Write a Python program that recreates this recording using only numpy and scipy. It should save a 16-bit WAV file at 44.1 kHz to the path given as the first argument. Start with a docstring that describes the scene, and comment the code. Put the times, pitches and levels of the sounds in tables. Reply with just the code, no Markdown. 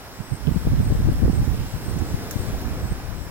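"""Wind at a reed bed

Eddies in a light wind thump on two microphone ports; the strongest overload the microphones and rasp.
Leaves hiss by friction and tick by impact over a far, even rush. Crickets chirp and trill by
stridulation, and dry stalks crack, with one clear snap among fainter ones."""
import sys
import numpy as np
from scipy import signal
from scipy.fft import rfft, irfft, next_fast_len
from scipy.io import wavfile
from scipy.ndimage import uniform_filter1d, map_coordinates

SR = 44100
rng = np.random.default_rng(int(sys.argv[2]) if len(sys.argv) > 2 else 0)


def to_wav(s):
    """Save 16-bit WAV."""
    ch = np.atleast_2d(s).T  # columns
    pcm = np.round(np.clip(ch, -1, 1) * 32767)  # PCM
    wavfile.write(sys.argv[1], SR, pcm.astype(np.int16))


N = 145530


def amp(db):
    """Amplitude ratio of a level in decibels."""
    return 10 ** (np.asarray(db) / 20)


def unit(x):
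    """Normalisation to an rms of 1."""
    return x / np.sqrt(np.mean(x ** 2) + 1e-20)


def along(points, hz):
    """Interpolation of (frequency [Hz], value) points on a logarithmic frequency axis."""
    f, v = np.transpose(points)
    return np.interp(np.log(hz + 1), np.log(f + 1), v)


def curves(rows):
    """Linear interpolation in time: one value per sample for each column after the first."""
    times, *columns = np.transpose(rows)
    return np.array([np.interp(np.arange(N) / SR, times, c) for c in columns])


def wobble(rate):
    """Smooth random modulation: a spline through `rate` knots a second."""
    return map_coordinates(rng.standard_normal(1000), [np.arange(N) * rate / SR], mode="wrap")


def pan(db):
    """Left and right gains for a level difference, left minus right."""
    return amp([[db / 2], [-db / 2]])


def filtered(x, response):
    """Linear filtering: the spectrum of x is multiplied by a frequency response."""
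    size = next_fast_len(N + 8192)
    return irfft(rfft(x, size) * response(np.fft.rfftfreq(size, 1 / SR)), size)[..., :N]


def noise(spectrum):
    """Coloured noise, incoherent between left and right."""
    return unit(filtered(rng.standard_normal((2, N)), lambda hz: amp(along(spectrum, hz))))


def rush(spectrum, coherence, left_lag_s, patchy_db):
    """Partly coherent stereo noise with an arrival delay and random patches of gain in time and pitch."""
    cells = signal.stft(rng.standard_normal((2, N)), nperseg=512)[2]
    patches = uniform_filter1d(rng.standard_normal(cells.shape[1:]), size=6, axis=0)
    patches = uniform_filter1d(patches, size=14, axis=1)
    pair = signal.istft(cells * amp(patchy_db * unit(patches)), nperseg=512)[1][:, :N]
    angle = lambda hz: np.arccos(np.clip(along(coherence, hz), -1, 1)) / 2
    colour = lambda hz: amp(along(spectrum, hz)) * [np.cos(angle(hz)), np.sin(angle(hz))]
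    mid, side = filtered(pair, colour)
    delay = lambda hz: np.exp(1j * np.pi * left_lag_s * np.outer([-1, 1], hz))
    return unit(filtered(np.array([mid + side, mid - side]), delay))


def buffeting():
    """Turbulent pressure rumbles on each port; single eddies thump, flutter and kick as the core passes."""
    # turbulence on each port (time [s], level [dB])
    left_flow = [(0, -45.5), (.43, -50), (.55, -18.5), (.8, -21), (1.05, -18.5), (1.17, -21.5), (1.35, -26),
                 (1.7, -33.5), (2, -27.5), (2.45, -36.5), (2.9, -29.5), (3.3, -32.5)]
    right_flow = [(0, -50), (.39, -37.5), (.47, -19), (.6, -31), (.76, -18.5), (1.3, -25), (1.55, -20.5),
                  (1.7, -37), (1.95, -25.5), (2.2, -30.5), (2.38, -35), (2.55, -25.5), (2.88, -31),
                  (3, -36), (3.3, -41)]
    # single eddies (time [s], port [L or R], thump level [dB], flutter re thump [dB], half length [s])
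    eddies = [(0.207, "R", -23, -31, 0.013), (0.331, "R", -15.5, -27, 0.012),
              (0.483, "R", -5.5, -11.5, 0.0065), (0.515, "R", -13, -16, 0.006),
              (0.545, "L", -23, -15, 0.0037), (0.566, "L", -10.5, -12, 0.007),
              (0.653, "L", -21, -4.5, 0.0033), (0.672, "L", -4.5, -15, 0.0019),
              (.678, "R", -12, -19, 0.0034), (0.73, "R", -10.5, -23, 0.0087), (0.799, "L", -12, -9, 0.0054),
              (0.801, "R", -14, -32, 0.0075), (0.829, "R", -16.5, -16, 0.0075),
              (0.87, "R", -16, -17, 0.0084), (0.909, "L", -11, -9, 0.0042),
              (0.926, "L", -8.5, -11.5, 0.0044), (0.953, "L", -14, -9.5, 0.0034),
              (0.998, "L", -17.5, -14, .012), (1.056, "L", -12, -18.5, .008),
              (1.085, "L", -9, -8.5, 0.0096), (1.096, "R", -13, -11.5, 0.0056),
              (1.121, "L", -12, -15, 0.0032), (1.229, "L", -6.5, -7.5, 0.0048),
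              (1.243, "L", -9.5, -12, 0.0067), (1.253, "R", -7, -11, 0.0064),
              (1.282, "R", -14, -1.5, 0.0062), (1.3, "R", -10, -9, 0.0059), (1.349, "R", -17.5, -12, .016),
              (1.394, "R", -13.5, -17, 0.016), (1.422, "L", -13, -17.5, 0.0044),
              (1.477, "R", -19, -5.5, 0.005), (1.504, "R", -19.5, -17, 0.012),
              (1.605, "R", -20, -28, 0.019), (1.747, "L", -20, -43, 0.015),
              (1.881, "R", -19.5, -13.5, 0.015), (1.971, "R", -22.5, -12.5, 0.021),
              (2.022, "R", -18, -6.5, 0.01), (2.144, "L", -11, -32, 0.0045),
              (2.363, "L", -12.5, -34, 0.0043), (2.401, "L", -15.5, -21, 0.0047),
              (2.481, "L", -23, -24, 0.035), (2.716, "R", -21, -27, 0.012), (2.844, "R", -16, -50, 0.0079),
              (2.919, "R", -15.5, -16, 0.0079)]
    # spectra of the wind pressure (frequency [Hz], relative level [dB])
    rumble_spectrum = [(12, -10), (28, -4), (55, 2.5), (110, -4.5), (180, -11), (300, -19), (600, -56),
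                       (1500, -65), (4000, -120)]
    thump_spectrum = [(15, -10), (35, -12.5), (65, -1.5), (120, 0), (180, -7), (280, -18), (500, -81),
                      (2000, -120)]
    flutter_spectrum = [(100, -93), (220, 13), (320, 15), (430, -4), (700, -12.5), (1000, -30), (1400, -31),
                        (3000, -40), (8000, -75)]
    flutter_grip = 0.74  # how closely the flutter follows the peaks of a thump
    core_s, core_at_db = 0.0013, -27.5  # half width of a core at this flutter level
    core_shrink, core_over_flutter_db = 0.37, 5  # stronger cores pass faster
    t = np.arange(N) / SR
    lumps = amp(3.75 * np.array([wobble(rate=15), wobble(rate=24)]))
    flow = amp(np.vstack([curves(left_flow), curves(right_flow)]))
    out = flow * unit(lumps * noise(rumble_spectrum))
    thump = noise(thump_spectrum)
    flutter = noise(flutter_spectrum) * (0.18 + np.logaddexp(0, 3 * thump)) ** flutter_grip
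    for at_s, port, db, flutter_re_db, half_s in eddies:
        channel = "LR".index(port)
        flutter_db = db + flutter_re_db
        swell = np.exp(-.5 * ((t - at_s) / half_s) ** 2)
        for air, level in ((thump[channel], db), (flutter[channel], flutter_db)):
            burst = swell * air
            out[channel] += amp(level) * burst * np.linalg.norm(swell) / np.linalg.norm(burst)
        passage = (t - at_s) / core_s * amp(flutter_db - core_at_db) ** core_shrink
        spike = (1 - passage ** 2) * np.exp(-passage ** 2 / 2)
        out[channel] += amp(flutter_db + core_over_flutter_db) * spike
    return out


def leaves():
    """Friction between sliding leaves makes a hiss; their impacts ring as tiny damped ticks."""
    # spectrum of the hiss (frequency [Hz], relative level [dB])
    hiss_spectrum = [(600, -30), (2000, 2.5), (3500, 2.5), (5000, 3), (6300, 0), (7600, -1.5), (10000, -2),
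                     (13800, -1.5), (15500, 1.5)]
    # likeness of the hiss at the two ports (frequency [Hz], coherence [0-1])
    coherence = [(2000, 0.31), (6000, 0.79), (10000, 0.11)]
    # strength of the rustle (time [s], left level [dB], right level [dB])
    rustle = [(0, -46, -46), (.33, -48, -46), (.52, -45.5, -41.5), (1.2, -45, -42), (1.6, -44, -41),
              (2.05, -42.5, -42), (2.4, -41, -41), (2.8, -44, -43), (3.3, -47.5, -46)]
    ticks_per_s, tick_re_hiss_db = 160, -21.5
    centre_hz, spread_octaves, decay_cycles = 6340, 2.4, 2.9
    hiss = rush(hiss_spectrum, coherence, left_lag_s=0.000097, patchy_db=1.18)
    ticks, t = np.zeros((2, N + SR)), np.arange(SR // 200) / SR
    for when, pitch, size, side in rng.random((1500, 4))[:int(ticks_per_s * N / SR)]:
        hz = centre_hz * 2 ** (spread_octaves * (pitch - .5))
        strength = amp(-3.2 * np.log(size + 0.05))
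        tick = strength * np.sin(2 * np.pi * hz * t) * np.exp(-hz * t / decay_cycles)
        start = int(when * N)
        ticks[:, start:start + len(t)] += np.sqrt([[side], [1 - side]]) * tick
    return amp(curves(rustle)) * (hiss + amp(tick_re_hiss_db) * unit(ticks[:, :N]))


def stalk_snaps():
    """Fracture excites a dry stalk's resonance, and the sound scatters briefly among the stems."""
    # stalk resonances (time [s], level [dB], left minus right [dB], pitch [Hz], quality factor [1])
    snaps = [(0.4705, -42, 4, 2750, 2.2), (1.129, -51, -12, 12000, 1.5), (1.988, -42.5, -1, 6800, 3),
             (2.3104, -35.5, 0, 6400, 3), (2.3104, -41.5, 0, 1650, 2.5), (2.3104, -39, -7, 15000, 3),
             (2.3127, -35.5, -2, 12200, 3), (2.615, -45, -6, 13500, 2), (3.25, -48.5, -3, 13500, 1.5)]
    out = np.zeros((2, N))
    for at_s, db, pan_db, pitch_hz, q in snaps:
        t = np.maximum(np.arange(N) / SR - at_s, 0)
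        fade = lambda t60_s: np.exp(-np.log(1000) * t / t60_s)
        resonance = lambda hz: 1j * hz * pitch_hz / (q * (pitch_hz ** 2 - hz ** 2) + 1j * hz * pitch_hz)
        fibres = unit(filtered(rng.standard_normal((2, N)), lambda hz: resonance(hz) ** 2))
        crack = amp(3) * fade(t60_s=.004)
        ring = fade(t60_s=.016)
        scatter = amp(-5) * fade(t60_s=.15)
        out += amp(db) * pan(pan_db) * (t > 0) * (crack + ring + scatter) * fibres
    return out


def stridulation(pitch_hz, width_hz, stroke_hz, depth):
    """A narrow wing resonance, amplitude-modulated by the strokes of the file and blurred by the stems."""
    narrow_band = lambda hz: np.exp(-.25 * (hz / width_hz) ** 2)
    in_phase, quadrature = filtered(rng.standard_normal((2, 2, N)), narrow_band)
    phase = 2 * np.pi * np.cumsum(pitch_hz * np.ones(N)) / SR
    stroke_phase = 2 * np.pi * stroke_hz * np.arange(N) / SR + 1.1 * wobble(rate=7.4)
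    strokes = 1 + depth * np.sin(stroke_phase)
    return unit((in_phase * np.cos(phase) + quadrature * np.sin(phase)) * strokes)


def crickets():
    """Stridulation: three crickets chirp on the left, pitch rising with effort, while others trill."""
    # chirping crickets (first peak [s], period [s], top pitch [Hz], left level [dB], swell time [s])
    chirpers = [(.345, .514, 8330, -45.3, .06), (.265, .367, 7960, -54, .07), (.175, .383, 7690, -55, .07)]
    # steady trills (pitch [Hz], width [Hz], stroke rate [Hz], depth [0-1], left [dB], right [dB])
    trills = [(4970, 105, 110, 0, -64.5, -63.5), (5370, 274, 62, 0.06, -53.5, -68.5),
              (11180, 300, 31, 0.4, -61.5, -67)]
    release_s, sag_hz, right_re_left_db = .032, 220, -10
    t, out = np.arange(N) / SR, np.zeros((2, N))
    for first_s, period_s, top_hz, db, swell_s in chirpers:
        from_peak_s = (t - first_s + period_s / 2) % period_s - period_s / 2
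        effort = np.exp(-(from_peak_s / np.where(from_peak_s < 0, swell_s, release_s)) ** 2)
        pitch_hz = top_hz - sag_hz * (1 - effort)
        out += amp(db) * effort * stridulation(pitch_hz, width_hz=100, stroke_hz=94, depth=.55)
    out[1] *= amp(right_re_left_db)
    for pitch_hz, width_hz, stroke_hz, depth, left_db, right_db in trills:
        out += amp([[left_db], [right_db]]) * stridulation(pitch_hz, width_hz, stroke_hz, depth)
    return out


def far_rush():
    """The distant roar of the landscape; time and level differences place it a little to the right."""
    # spectra of the bass and middle bands (frequency [Hz], relative level [dB])
    bass_spectrum = [(30, -19), (100, 4), (220, -1), (350, -1), (500, -6.5), (800, -14), (1400, -51),
                     (4000, -86)]
    middle_spectrum = [(150, -39), (400, -10), (750, -3), (1150, -6.5), (1650, -6.5), (2300, -14),
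                       (3500, -21.5), (6000, -25.5), (12000, -43)]
    # likeness of the rush at the two ports (frequency [Hz], coherence [0-1])
    coherence = [(80, .6), (300, .9), (700, .87), (1500, .62), (2500, .45), (4000, .6), (9000, .4)]
    # strength of the rush (time [s], bass level [dB], middle level [dB])
    levels = [(0, -43, -43), (.3, -42.5, -44.5), (.65, -41, -43), (1.2, -38, -42.5), (1.7, -40, -42),
              (2.1, -36, -41.5), (2.45, -34.5, -41), (2.85, -37, -41), (3.15, -43, -42.5),
              (3.3, -42, -42.5)]
    sway_db, left_lag_s = .5, 0.000096
    bass_db, middle_db = curves(levels)
    bass_gain = amp(bass_db + sway_db * wobble(rate=47))
    bass = bass_gain * rush(bass_spectrum, coherence, left_lag_s, patchy_db=-1.0)
    middle_gain = amp(middle_db + sway_db * wobble(rate=8.07))
    middle = middle_gain * rush(middle_spectrum, coherence, left_lag_s, patchy_db=0.63)
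    return (bass + middle) * pan(db=-1)


def scene():
    """Superposition of all the pressures at the two ports."""
    return buffeting() + far_rush() + stalk_snaps() + crickets() + leaves()


def record(dry):
    """Saturation in each microphone flattens the strongest thumps; a band limit cuts the highest treble."""
    overload_db, knee, top_hz = -7.5, 3.3, 15850
    flattened = dry / (1 + np.abs(dry / amp(overload_db)) ** knee) ** (1 / knee)
    return filtered(flattened, lambda hz: hz < top_hz)


dry = scene()
out = record(dry)
to_wav(out)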